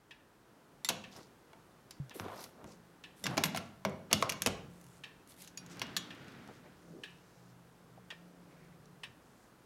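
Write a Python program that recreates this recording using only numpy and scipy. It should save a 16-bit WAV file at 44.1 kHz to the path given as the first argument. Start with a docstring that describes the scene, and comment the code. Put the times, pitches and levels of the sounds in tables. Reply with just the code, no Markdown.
"""A tall pendulum clock ticks over a low ventilation drone in a bare room, while a hand lets go of
its tag, works the brass key and pulls the glazed door open. Noise bursts through resonances and
damped sine modes make the ticks, the lock's clacks, the thumps of the wooden case and the ring of
brass. Shaped noise makes air, rubbing fingers and shuffling feet, sines the hum, booms and swells;
decaying noise answers ticks, lock and brass as the room."""
import sys
import numpy as np
from scipy import signal
from scipy.fft import rfft, irfft, next_fast_len
from scipy.io import wavfile
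from scipy.ndimage import map_coordinates

SR = 44100
rng = np.random.default_rng(int(sys.argv[2]) if len(sys.argv) > 2 else 0)


def to_wav(s):
    """Save 16-bit WAV."""
    ch = np.atleast_2d(s).T  # columns
    pcm = np.round(np.clip(ch, -1, 1) * 32767)  # PCM
    wavfile.write(sys.argv[1], SR, pcm.astype(np.int16))


N = 425565
T = np.arange(SR // 2) / SR  # time axis of one short event [s]
CLACK_HZ = 2790  # a middling clack


def amp(db):
    """Level definition: a gain of 10 to the power of dB / 20."""
    return 10 ** (np.asarray(db) / 20)


def unit(x):
    """Power normalisation: scale to rms 1."""
    return x / np.sqrt(np.mean(x ** 2) + 1e-20)


def blow(x):
    """Energy normalisation: scale to the energy of 10 ms at rms 1."""
    return x / np.sqrt(np.sum(x ** 2) / (SR / 100) + 1e-20)


def along(points, hz):
    """Interpolation of (frequency [Hz], value) points on a logarithmic frequency axis."""
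    f, v = np.transpose(points)
    return np.interp(np.log(hz + 1), np.log(f + 1), v)


def level(rows):
    """Amplitude envelope: (time [s], level [dB]) rows as one gain per sample."""
    return amp(np.interp(np.arange(N) / SR, *np.transpose(rows)))


def wobble(rate, size=N):
    """Band-limited fluctuation: a smooth curve through random knots, rate knots a second."""
    knots = rng.standard_normal(int(size * rate / SR) + 4)
    return map_coordinates(knots, [np.arange(size) * rate / SR])


def filtered(x, response):
    """Linear filtering: the spectrum of x times a response of frequency."""
    m = next_fast_len(len(x) + 8192)
    spectrum = rfft(x, m) * response(np.fft.rfftfreq(m, 1 / SR))
    return irfft(spectrum, m)[:len(x)]


def coloured(x, points):
    """Minimum-phase filtering: a causal response with a (frequency [Hz], level [dB]) shape."""
    size = 2048
    cepstrum = irfft(np.log(amp(along(points, np.fft.rfftfreq(size, 1 / SR)))))
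    # folding the cepstrum onto positive times makes the response causal
    cepstrum[1:size // 2] *= 2
    cepstrum[size // 2 + 1:] = 0
    impulse = irfft(np.exp(rfft(cepstrum)))
    return signal.fftconvolve(x, impulse)[:len(x)]


def resonate(x, peaks):
    """Parallel resonators, (centre [Hz], width [Hz], level [dB]), with alternating signs."""
    def response(f):
        total = 0
        for k, (centre, width, db) in enumerate(peaks):
            damping = 1j * f * width
            total = total + (-1) ** k * amp(db) * damping / (centre * centre - f * f + damping)
        return total
    return filtered(x, response)


def band(x, hz, width):
    """Band-pass filtering: a bell on the octave axis around hz, width in octaves."""
    return filtered(x, lambda f: np.exp(-2 * (np.log2((f + 1) / hz) / width) ** 2))


def noise(points):
    """Stationary Gaussian noise of rms 1 with a (frequency [Hz], level [dB]) spectrum."""
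    return unit(filtered(rng.standard_normal(N), lambda hz: amp(along(points, hz))))


def burst(t60, after_db, after_t60, spike_db):
    """Impact excitation: a sharp push, a short crack, then chatter and near reflections."""
    spike = blow(1. * (T == 0))
    crack = blow(rng.standard_normal(len(T)) * amp(-60 * T / t60))
    chatter = blow(rng.standard_normal(len(T)) * amp(-60 * T / after_t60))
    return amp(spike_db) * spike + crack + amp(after_db) * chatter


def ring(modes):
    """Modal decay: a sum of damped sines, struck at slightly new strengths each time."""
    scatter_db = 2  # standard deviation of a mode's strength
    out = 0
    for hz, db, t60 in modes:
        decay = amp(db + scatter_db * rng.normal() - 60 * T / t60)
        out = out + decay * np.sin(2 * np.pi * (hz * T + rng.random()))
    return out


def loose_ring(modes):
    """Phase diffusion: loosely joined parts let each damped mode's phase wander and blur its line."""
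    blur_hz = 45  # width given to each spectral line
    steps = rng.standard_normal((len(modes), len(T)))
    wander = np.cumsum(steps, axis=1) * np.sqrt(2 * np.pi * blur_hz / SR)
    out = 0
    for (hz, db, t60), phase in zip(modes, wander):
        out = out + amp(db - 60 * T / t60) * np.sin(2 * np.pi * (hz * T + rng.random()) + phase)
    return out


def struck(modes, favoured_hz, focus_db):
    """Strike-point selection: modes away from the favoured pitch lose focus_db per octave."""
    return blow(ring([(hz, db - focus_db * abs(np.log2(hz / favoured_hz)), t60) for hz, db, t60 in modes]))


def add(track, s, sound):
    """Superposition: mix a sound in at time s."""
    room_left = track[max(round(s * SR), 0):][:len(sound)]
    room_left += sound[:len(room_left)]


def ventilation():
    """Broadband flow noise under a frequency-modulated hum, a broad undertone and swelling low tones."""
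    # spectrum of the air noise: (frequency [Hz], level [dB])
    air_shape = [(20, -25.5), (45, -9.5), (80, -14), (120, -8), (180, -8.5), (270, -7.5), (400, -8.5),
                 (620, -13.5), (1000, -14.5), (1500, -17), (2200, -24.5), (4000, -28.5), (7000, -31.5),
                 (11000, -33.5), (16000, -37.5)]
    # level of the narrow hum: (time [s], level [dB])
    hum_level = [(0, -88), (2.4, -73.5), (3.2, -67.5), (4.8, -60), (5.25, -76.5), (5.7, -58), (6.7, -69),
                 (7.8, -64), (8.75, -61.5), (9.1, -75)]
    # level of the broad undertone: (time [s], level [dB])
    undertone_level = [(0, -79.5), (2.9, -76.5), (4.75, -60), (5.25, -75.5), (5.75, -66), (7.0, -67.5),
                       (7.5, -74), (8.15, -75.5), (9.05, -66.5), (9.3, -76)]
    # low tones that come and go: (centre time [s], level [dB], length [s], pitch [Hz])
    swell_rows = [(6.925, -52, 0.061, 168), (7.548, -60, 0.29, 124), (7.967, -61.5, 0.15, 121.4),
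                  (8.7, -61, 0.42, 148.4)]
    hum_hz = 175.3
    air_db, air_start_db, air_rise_s = -62.5, -3.5, 1  # the start is relative to air_db

    t = np.arange(N) / SR
    cycles = np.cumsum(hum_hz + 2.2 * wobble(12)) / SR
    hum = unit(np.sin(2 * np.pi * cycles) * amp(2.6 * wobble(15)))
    undertone = noise([(45, -37.5), (70, -5.0), (100, -14.5), (135, 2.5), (155, -3.5), (210, -44.0)])
    air = level([(0, air_db + air_start_db), (air_rise_s, air_db)]) * noise(air_shape)
    swells = np.zeros(N)
    for s, db, length, hz in swell_rows:
        envelope = amp(db + 0.98 * wobble(19)) * np.exp(-2 * ((t - s) / length) ** 2)
        swells += envelope * np.sin(2 * np.pi * np.cumsum(hz + 1.36 * wobble(7.6)) / SR)
    return air + level(hum_level) * hum + level(undertone_level) * undertone + swells


def thump():
    """Falling resonance: a soft, heavy contact sinks in pitch as it spreads."""
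    # the contact: (time [s], level [dB], first pitch [Hz], last pitch [Hz], sinking time [s], t60 [s])
    s, db, first_hz, last_hz, sink_s, t60 = (2, -32.5, 148.5, 65, 0.2, 0.19)
    out = np.zeros(N)
    hz = last_hz + (first_hz - last_hz) * np.exp(-T / sink_s)
    add(out, s, amp(db - 60 * T / t60) * np.sin(2 * np.pi * np.cumsum(hz) / SR))
    return out


def handling():
    """Flow noise and damped resonance: door and clothes swish, the wood booms, feet and sleeve scuff."""
    # the door swinging wide and clothes moving with it: (time [s], level [dB])
    swing_level = [(5.45, -75), (5.65, -59.5), (5.85, -49), (6.05, -54.5), (6.28, -53), (6.45, -57),
                   (6.7, -62.5), (7.1, -94)]
    # spectrum of that swish: (frequency [Hz], level [dB])
    swish = [(50, -48.5), (100, -3.5), (170, -3.5), (260, 2), (430, -9.5), (680, -13), (1000, -15),
             (1500, -10.5), (2200, -15.5), (3000, -19.5), (5000, -26.5), (12000, -49)]
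    # low booms of the wooden case and door under the knocks:
    # (time [s], level [dB], pitch [Hz], t60 [s])
    booms = [(0.904, -52, 129, 0.19), (2.639, -53, 68, 0.13), (3.244, -42, 187, .12),
             (3.376, -24.5, 282, 0.07), (3.853, -62, 70, 0.096), (3.852, -27, 197, 0.14),
             (4.13, -42, 98, 0.4), (4.15, -43.5, 82, .14), (4.463, -48, 57.4, 0.64),
             (4.463, -31, 250, 0.15)]
    # soft scuffs: (centre time [s], level [dB], length [s], pitch [Hz], width [octaves])
    scuffs = [(1.18, -53, 0.054, 260, 3.2), (2.115, -49.5, 0.0084, 423, 2.4), (2.164, -50, 0.018, 330, 1.2),
              (2.263, -44, 0.019, 450, 1.5), (2.316, -50, 0.2, 585, 1.85), (2.301, -50.5, 0.065, 890, 1),
              (2.632, -55, 0.12, 360, 2.2), (3.31, -42.5, 0.092, 161, 1.2), (3.318, -45, 0.087, 520, 2.1),
              (4.125, -40.5, 0.024, 450, 3.3), (6.498, -54, 0.035, 477, 1.6), (6.664, -55, 0.023, 600, 1),
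              (6.959, -53.5, 0.12, 303, 1.3), (7.981, -51, 0.0076, 592, 0.67),
              (8.127, -52, 0.005, 480, 1.7), (8.448, -65, 0.47, 337, 1.35), (8.6, -70.5, 0.22, 1895, 0.86)]
    boom_rise_s = .004  # the heavy wood takes a moment to start moving

    out = level(swing_level) * noise(swish) * amp(wobble(40))
    for s, db, hz, t60 in booms:
        envelope = amp(db - 60 * T / t60) * (1 - np.exp(-T / boom_rise_s))
        add(out, s, envelope * np.sin(2 * np.pi * hz * T))
    for s, db, length, hz, width in scuffs:
        slips = rng.standard_normal(len(T)) * amp(3.2 * wobble(300, size=len(T)))
        grit = unit(band(slips, hz, width))
        add(out, s - T.mean(), amp(db) * grit * np.exp(-2 * ((T - T.mean()) / length) ** 2))
    return out


def fingers():
    """Stick-slip friction: skin and string rub in short grainy strokes, each with its own pitch."""
    # spectrum of rubbed skin: (frequency [Hz], level [dB])
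    skin = [(1180, -37), (2000, -1), (2860, -3.5), (3680, -2.5), (5780, -6.5), (13600, -15.5), (16000, -25)]
    # strokes on tag, string and key:
    # (time [s], length [s], level at the end [dB], pitch [Hz], growth along the stroke [dB])
    strokes = [(1.107, 0.12, -63.5, 5140, -2.5), (2.137, 0.066, -57.5, 12700, -3),
               (2.228, 0.12, -64.5, 2900, -5.5), (2.332, 0.082, -55, 5200, 13),
               (2.268, 0.17, -55, 12500, 21), (2.658, 0.069, -64.5, 6300, 2), (3.159, 0.26, -65, 10500, 2),
               (3.455, 0.206, -71, 8000, 5), (4.693, 0.29, -69.5, 9000, 5), (5.28, 0.031, -60, 11100, 2),
               (5.357, 0.062, -56.5, 11000, 13), (5.39, 0.08, -62.5, 4500, 5), (5.69, 0.037, -57, 6500, 6),
               (6.383, 0.18, -70, 6050, 15), (6.753, 0.755, -75.5, 6070, 2), (8.153, 0.52, -79.5, 5340, 6),
               (9.216, 0.25, -76, 7370, 3)]
    rustle_db = -97  # faint bed that also fills the gaps between strokes
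    ridges_per_s, grit_db = 900, 4  # the ridges of the skin make a stroke gritty
    catches_per_s, catch_db = 200, -14  # the skin catches and lets go
    tone_db, tone_octaves = -1, .7  # a stroke's own resonance over the plain rubbing
    attack_s, release_t60 = 0.011, 0.21

    out = amp(rustle_db + 0.67 * wobble(1.5)) * noise(skin)
    t = np.arange(SR) / SR
    for s, length, db, hz, growth_db in strokes:
        build_db = growth_db * np.clip(t / length - 1, -1, 0)
        release_db = -60 * np.maximum(t - length, 0) / release_t60
        slide = unit(rng.standard_normal(SR) * amp(grit_db * wobble(ridges_per_s, size=SR)))
        catches = unit(rng.standard_normal(SR) * (rng.random(SR) < catches_per_s / SR))
        rub = coloured(slide + amp(catch_db) * catches, skin)
        tone = band(rub, hz, tone_octaves)
        rub = unit(unit(rub) + amp(tone_db) * unit(tone))
        add(out, s, np.clip(t / attack_s, 0, 1) * amp(db + build_db + release_db) * rub)
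    return out


def escapement():
    """Impact excitation of modes: the wheel drops on each pallet in turn and rings the movement."""
    # ring of the movement for each pallet: (frequency [Hz], level [dB], t60 [s])
    tick = [(2380, -7, 0.2), (2586, 0, 0.09), (2750, -2.5, 0.081), (2830, 0, 0.08), (2950, 0, 0.06),
            (3230, 0, 0.08), (3376, -3, 0.08), (3600, -6.5, .07), (3850, -7, .09), (5103, -15.5, .15)]
    tock = [(2380, -7, 0.17), (2596, 4, 0.081), (2676, 2, 0.07), (2790, -5, 0.08), (2900, 3, 0.07),
            (3130, 0.5, 0.076), (3340, -3, 0.055), (3590, -4, 0.098), (3890, -6, 0.12), (4560, -13, 0.12),
            (5400, -11, 0.1), (5470, -19, 0.13)]
    # ring of the back plate and of the steel parts: (frequency [Hz], level [dB], t60 [s])
    plate_modes = [(1710, -3, 0.12), (1760, 0, 0.1), (1832, -1, 0.14)]
    steel_modes = [(7900, 6, 0.027), (7850, -10, 0.046), (8260, -13, .06), (9100, 4, 0.058)]
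    # the pallet's click, heard through the case: (frequency [Hz], level [dB])
    drop_shape = [(400, -25), (1000, -4.5), (1300, -14.5), (1750, -2.5), (2150, -6.5), (2700, -3),
                  (3400, -4), (5000, -11.5), (7000, -19), (11000, -29), (16000, -39)]
    # ticking as the door opens and the listener rises to the dial: (time [s], level [dB])
    nearness = [(0, -52.5), (1.04, -56), (3.039, -54.5), (4.198, -60), (5.001, -50.5), (6.1, -50),
                (7.001, -49.5), (8.099, -45.5), (9.099, -48)]
    # one full swing, and the tock's lag after each tick (slightly out of beat)
    first_tick_s, period_s, tock_lag_s = .1088, 1.9987, .9305
    tock_db = 4.5  # over the tick
    plate_db, steel_db = -2.5, -2.5  # plate within a tick, steel within a tock when nearest
    steel_grows = 3.7  # extra dB of steel per dB of nearness: it is heard only from near

    out = np.zeros(N)
    swell = 1 - np.exp(-T / 0.0023)
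    times, near_db = np.transpose(nearness)
    for beat in np.arange(first_tick_s, N / SR, period_s):
        for s, pallet, pallet_db in ((beat, tick, 0), (beat + tock_lag_s, tock, tock_db)):
            db = np.interp(s, times, near_db)
            drop = blow(coloured(burst(t60=0.06, after_db=-5, after_t60=0.2, spike_db=-17), drop_shape))
            wheel = blow(loose_ring(pallet) * swell)
            plate = blow(loose_ring(plate_modes) * swell)
            click = amp(-2.5) * drop + wheel
            add(out, s, amp(db) * (amp(pallet_db) * click + amp(plate_db + pallet_db / 2) * plate))
            if pallet is tock:
                steel = blow(loose_ring(steel_modes) * swell)
                add(out, s, amp(db + steel_db + steel_grows * (db - near_db.max())) * steel)
    return out


def brass():
    """Free vibration: small metal parts ring on after some of the clacks."""
    # metal parts left ringing: (time [s], level [dB], part)
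    chinks = [(.847, -34.5, "bow"), (0.891, -52, "bolt"), (3.240, -39.5, "bow"), (3.437, -33, "bolt"),
              (1.909, -57, "plate"), (5.574, -44, "key"), (5.967, -47.5, "hinge")]
    # modes of each part: (frequency [Hz], level [dB], t60 [s])
    bow = [(2010, -8.5, 0.1), (3630, -2.5, 0.084), (3940, -13, 0.065), (5640, -3, 0.031),
           (7320, -3.5, 0.098), (11200, 2.5, 0.019)]
    bolt = [(9150, -17, 0.11), (11600, -6, 0.12), (11970, -25, .14), (13020, -4, 0.12)]
    key = [(2470, -10, 0.18), (4500, -13, .05), (4660, -5, 0.12), (5640, -7, 0.12), (6670, 2, 0.051),
           (6850, 1.5, 0.037), (10600, -12, 0.12)]
    keyhole_plate = [(3085, -17, .15), (4960, 7, 0.054), (7270, -1.5, 0.098)]
    hinge = [(1750, 10, 0.062), (2870, -2, 0.14), (3340, 0, 0.25), (3530, 1, 0.043), (3980, -10, 0.1),
             (4080, 21, 0.016), (4240, -21, 0.25), (5346, -17, .3), (5850, -5, 0.27), (6900, 6, 0.12)]
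    parts = {"bow": bow, "bolt": bolt, "key": key, "plate": keyhole_plate, "hinge": hinge}

    out = np.zeros(N)
    for s, db, part in chinks:
        add(out, s, amp(db) * ring(parts[part]))
    return out


def contact(case_db, door_db, door_hz, clack_db, clack_hz, ring_db, ring_hz, snap_db, t60):
    """Coupled resonators: a hard contact rings the lock's metal and shakes door and, more slowly, case."""
    # the wooden case: (centre [Hz], width [Hz], level [dB])
    case_peaks = [(95.4, 9.8, -1.5), (147, 20, -4.5), (203, 40, -2), (250, 22.03, -4.5), (277, 31, -3.5),
                  (445, 370, -9.5)]
    # modes of the lock's metal and of the door panel: (frequency [Hz], level [dB], t60 [s])
    lock_modes = [(2270, -4, 0.021), (2790, -1.5, 0.031), (3420, 3.5, 0.029), (3970, 4.5, .014),
                  (4030, 0.5, .02), (4500, 0, 0.022), (4880, -1, 0.018), (5640, 0.5, 0.024),
                  (6470, 4.5, 0.014), (6740, 5.5, 0.016), (7900, -5.5, 0.01), (10200, -2.5, 0.019),
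                  (11200, -4.5, 0.014), (12600, 1.5, .014)]
    door_modes = [(387, -2, 0.17), (435, -0.5, 0.065), (520, 2.5, 0.053), (611.5, -3, 0.063),
                  (664, 3, 0.066), (780, 0.5, 0.054), (933, -1, .035), (1052, -0.5, 0.03), (1148, -1, 0.02),
                  (1360, 0, 0.05)]
    # hard contact in the lock, and its brightest edge: (frequency [Hz], level [dB])
    clack_shape = [(500, -40), (1200, -1.5), (2000, -4), (2800, -1), (4000, -1.5), (6000, -0.5),
                   (7200, -14), (9000, -26.5)]
    snap_shape = [(4000, -20.5), (7000, 9), (8600, 2.5), (10500, 4.5), (13000, -1), (16000, -13)]
    door_focus_db, lock_focus_db = 11, 10  # loss away from the favoured mode, per octave

    knock = burst(t60=0.0044, after_db=-2.0, after_t60=0.084, spike_db=-7.5)
    case = resonate(resonate(knock, case_peaks), [(178.8, 140, 0)])
    # the place of contact decides which modes of door and lock answer most
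    push = resonate(burst(t60=0.016, after_db=-13.5, after_t60=0.067, spike_db=-2.5), [(door_hz, 1100, 0)])
    panel = struck(door_modes, door_hz, door_focus_db) * (1 - np.exp(-T / 0.00013))
    door = panel + blow(resonate(push, [(door_hz, 400, 0)]))
    rattle = burst(t60=0.016, after_db=-2.5, after_t60=0.068, spike_db=-4.5)
    chatter = resonate(rattle, [(ring_hz, 0.16 * ring_hz, 0)])
    metal = amp(-3) * (struck(lock_modes, ring_hz, lock_focus_db) + blow(chatter))
    # a brief contact is a clean click, a long one a rattle; small parts sound higher
    sharp_db = 20 * np.log10(0.013 / t60)
    shape = np.array(clack_shape) * [(clack_hz / CLACK_HZ) ** 0.071, 1]
    hit = burst(t60=t60, after_db=-4 - .5 * sharp_db, after_t60=0.064, spike_db=-2 + sharp_db)
    hard = coloured(hit, shape)
    clack = blow(hard) + amp(-4.0) * blow(resonate(hard, [(clack_hz, 700, 0)]))
    edge = burst(t60=t60, after_db=-22.0, after_t60=0.16, spike_db=-4.5 + sharp_db)
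    snap = coloured(edge, snap_shape)
    wood = amp(case_db) * blow(case) + amp(door_db) * blow(door)
    return wood + amp(clack_db) * blow(clack) + amp(ring_db) * metal + amp(snap_db) * blow(snap)


def housing(x):
    """Resonant transmission: all that is struck in the lock sounds through its housing."""
    # resonances and the valleys between them: (centre [Hz], width [Hz], lift [dB])
    formants = [(1080, 160, 3), (1260, 81, -4), (2180, 240, 2.5), (2850, 97, 4.5), (3160, 260, -1),
                (3550, 200, -2), (4220, 170, -4.5), (4450, 201.2, 2.5), (4720, 230, -6), (5970, 370, -1),
                (7330, 300, -3), (9000, 500, -3)]
    hz = np.geomspace(20, SR / 2, 600)
    db = sum(lift_db / (1 + (2 * (hz - centre_hz) / width) ** 2) for centre_hz, width, lift_db in formants)
    return coloured(x, np.transpose([hz, db]))


def lock():
    """Impact and transmission: the bolt knocks door on frame; light clicks barely reach the wood."""
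    # bolt and door knock on the frame, ahead of the housing:
    # (time [s], case [dB], door [dB], door pitch [Hz], clack [dB], clack pitch [Hz],
    #  lock ring [dB], lock ring pitch [Hz], snap [dB], contact t60 [s])
    knocks = [(0.8885, -45, -39.5, 1150, -29, 3170, -36.5, 5760, -33, 0.042),
              (.902, -42, -38.5, 664, -39.5, 2470, -79, 5640, -52.5, 0.021),
              (1.532, -66, -56.5, 980, -76, 2200, -63, 2270, -83, 0.0092),
              (2.198, -42.5, -43, 1200, -43, 1550, -64, 5640, -60, 0.0051),
              (2.643, -50.5, -53, 503, -61, 2000, -75.5, 3420, -65.5, 0.011),
              (3.2399, -44, -55, 410, -42.5, 5570, -54, 4880, -46.5, 0.049),
              (3.2574, -56, -43.5, 1300, -40.5, 3390, -50, 4030, -64, 0.036),
              (3.2667, -43, -46, 1360, -33.5, 1510, -42, 4530, -46, 0.02),
              (3.3707, -44, -42.5, 604, -42, 2400, -50, 2270, -48, 0.024),
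              (3.3779, -38, -30, 780, -30.5, 2260, -35, 5400, -49.5, 0.022),
              (3.4375, -35, -40.5, 1099, -29.5, 2170, -31.5, 4400, -33, 0.022),
              (3.455, -43.5, -46.5, 927, -39.5, 2300, -48, 2790, -43, 0.046),
              (3.5474, -41.5, -37.5, 780, -42, 1510, -47, 4030, -56, 0.035),
              (3.561, -53, -48.5, 1360, -46.5, 2290, -45.5, 4030, -47.5, 0.038),
              (3.573, -49.5, -41.5, 1360, -38, 2280, -45, 10200, -52, .035),
              (3.8504, -36, -31, 640, -36.5, 2180, -64, 3420, -48.5, 0.018),
              (4.1128, -48.5, -45, 696, -46, 2350, -46, 2270, -60, 0.035),
              (4.1294, -33, -34, 535, -24.5, 3350, -27, 4880, -27.5, 0.015),
              (4.225, -41.5, -29.5, 1030, -31.5, 1170, -41, 5730, -43, 0.0095),
              (4.4618, -38, -32.5, 630, -29, 2580, -39, 5640, -33.5, 0.018),
              (4.471, -41, -36, 1150, -35.5, 2830, -37.5, 7900, -52, 0.019),
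              (5.817, -48, -44, 846, -36.5, 1480, -43, 2350, -50, 0.036)]
    # light clicks of key, tag and hinge, ahead of the housing:
    # (time [s], clack [dB], ring [dB], pitch [Hz], contact t60 [s])
    clicks = [(0.8468, -40.5, -42, 4500, 0.081), (1.163, -55, -63, 4880, 0.19),
              (1.9087, -50, -60, 4880, 0.023), (2.0957, -57, -70, 3820, 0.0079),
              (2.441, -51.5, -53, 5640, 0.014), (3.895, -67, -62, 6740, 0.014),
              (4.215, -62, -59, 12600, .01), (4.294, -36, -44, 2240, 0.023),
              (4.298, -39, -36.5, 6400, 0.011), (4.322, -40.5, -52, 2270, 0.016),
              (4.331, -57, -59, 6500, .01), (4.4205, -33.5, -40, 6570, 0.015),
              (4.813, -66, -70, 11200, 0.015), (4.842, -68, -71, 11200, 0.011),
              (4.866, -68, -76, 11200, .01), (5.275, -69, -66.5, 10200, 0.0086),
              (5.298, -75, -69, 11200, .008), (5.321, -69, -67, 4030, .008), (5.421, -66, -54, 6480, 0.017),
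              (5.447, -61, -62, 6360, 0.013), (5.475, -54, -69, 6200, 0.037),
              (5.576, -52.5, -48.5, 4700, 0.016), (5.663, -72, -57, 6650, 0.03),
              (5.771, -62, -67, 5640, .012), (5.7954, -48.5, -67, 4500, .015),
              (5.868, -82, -56, 2790, 0.054), (5.966, -33, -35.5, 3640, 0.045), (6.15, -72, -61, 2790, .04),
              (6.245, -73, -65, 1750, .03), (6.282, -63, -62, 2790, 0.053), (6.32, -69, -65, 3590, 0.034),
              (6.476, -65, -71, 4500, .012), (8.857, -74, -71, 5640, .01)]
    click_case_db, click_door_db, click_door_hz = -18.5, -16, 950  # share of a click in the wood
    edge_db, edge_db_per_octave = -6.5, 3  # a click's bright edge, stronger for smaller parts

    out = np.zeros(N)
    for s, *knock in knocks:
        add(out, s, contact(*knock))
    for s, db, ring_db, hz, t60 in clicks:
        snap_db = db + edge_db + edge_db_per_octave * np.log2(hz / CLACK_HZ)
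        case_db, door_db = db + click_case_db, db + click_door_db
        add(out, s, contact(case_db, door_db, click_door_hz, db, hz, ring_db, hz, snap_db, t60))
    return housing(out)


def room(x):
    """Reverberant decay, drawn as fresh noise every third of a second; the highest treble dies first."""
    # reverberation time: (frequency [Hz], t60 [s])
    decay_times = [(100, 1), (300, 0.63), (1000, 0.51), (3500, 0.45), (7000, .42), (14000, 0.19)]
    # strength of the reverberation: (frequency [Hz], level [dB])
    send = [(100, -1), (300, 1), (1000, -6), (3500, -9.5), (7000, -15), (14000, -20)]

    out = np.zeros(N)
    step = SR // 3
    for start in range(0, N, step):
        hz, t, z = signal.stft(rng.standard_normal(SR * 3 // 4), SR, nperseg=256)
        t60 = along(decay_times, hz)[:, None]
        # the root evens out the energy of long and short decays
        fade = amp(along(send, hz)[:, None] - 60 * t / t60) * np.sqrt(2 * np.log(1000) / (t60 * SR))
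        tail = signal.istft(z * fade * (1 - np.exp(-t / 0.0025)), SR, nperseg=256)[1]
        add(out, start / SR, signal.fftconvolve(x[start:start + step], tail))
    return out


def scene():
    """Superposition of direct and reverberant sound: the hand works close by, the case shields the ticks."""
    # echo of the ticking recedes as the listener comes up to the dial: (time [s], level [dB])
    tick_echo = [(7, 1), (8.1, -6), (9, -6.5)]
    ticks, clacks, chinks = escapement(), lock(), brass()
    front = room(clacks + amp(-7) * chinks + level(tick_echo) * ticks)
    # the sides of the case radiate each blow with a different fine colour, which evens out the echo
    sides = room(lock() + level(tick_echo) * escapement())
    echo = amp(-2.0) * (front + sides)
    return (ticks + clacks + chinks + echo + fingers() + handling() + thump() + ventilation())[None]


def record(dry):
    """Band limitation: the deepest bass is weakened and the sound ends near 16 kHz."""
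    low_cut_hz, top_hz = 29, 16100
    low_cut = signal.butter(2, low_cut_hz, "high", fs=SR, output="sos")

    def top(hz):
        return np.clip((top_hz - hz) / 400 + .5, 0, 1)  # falls to nothing over 400 Hz
    return np.array([filtered(signal.sosfilt(low_cut, x), top) for x in dry])


dry = scene()
out = record(dry)
to_wav(out)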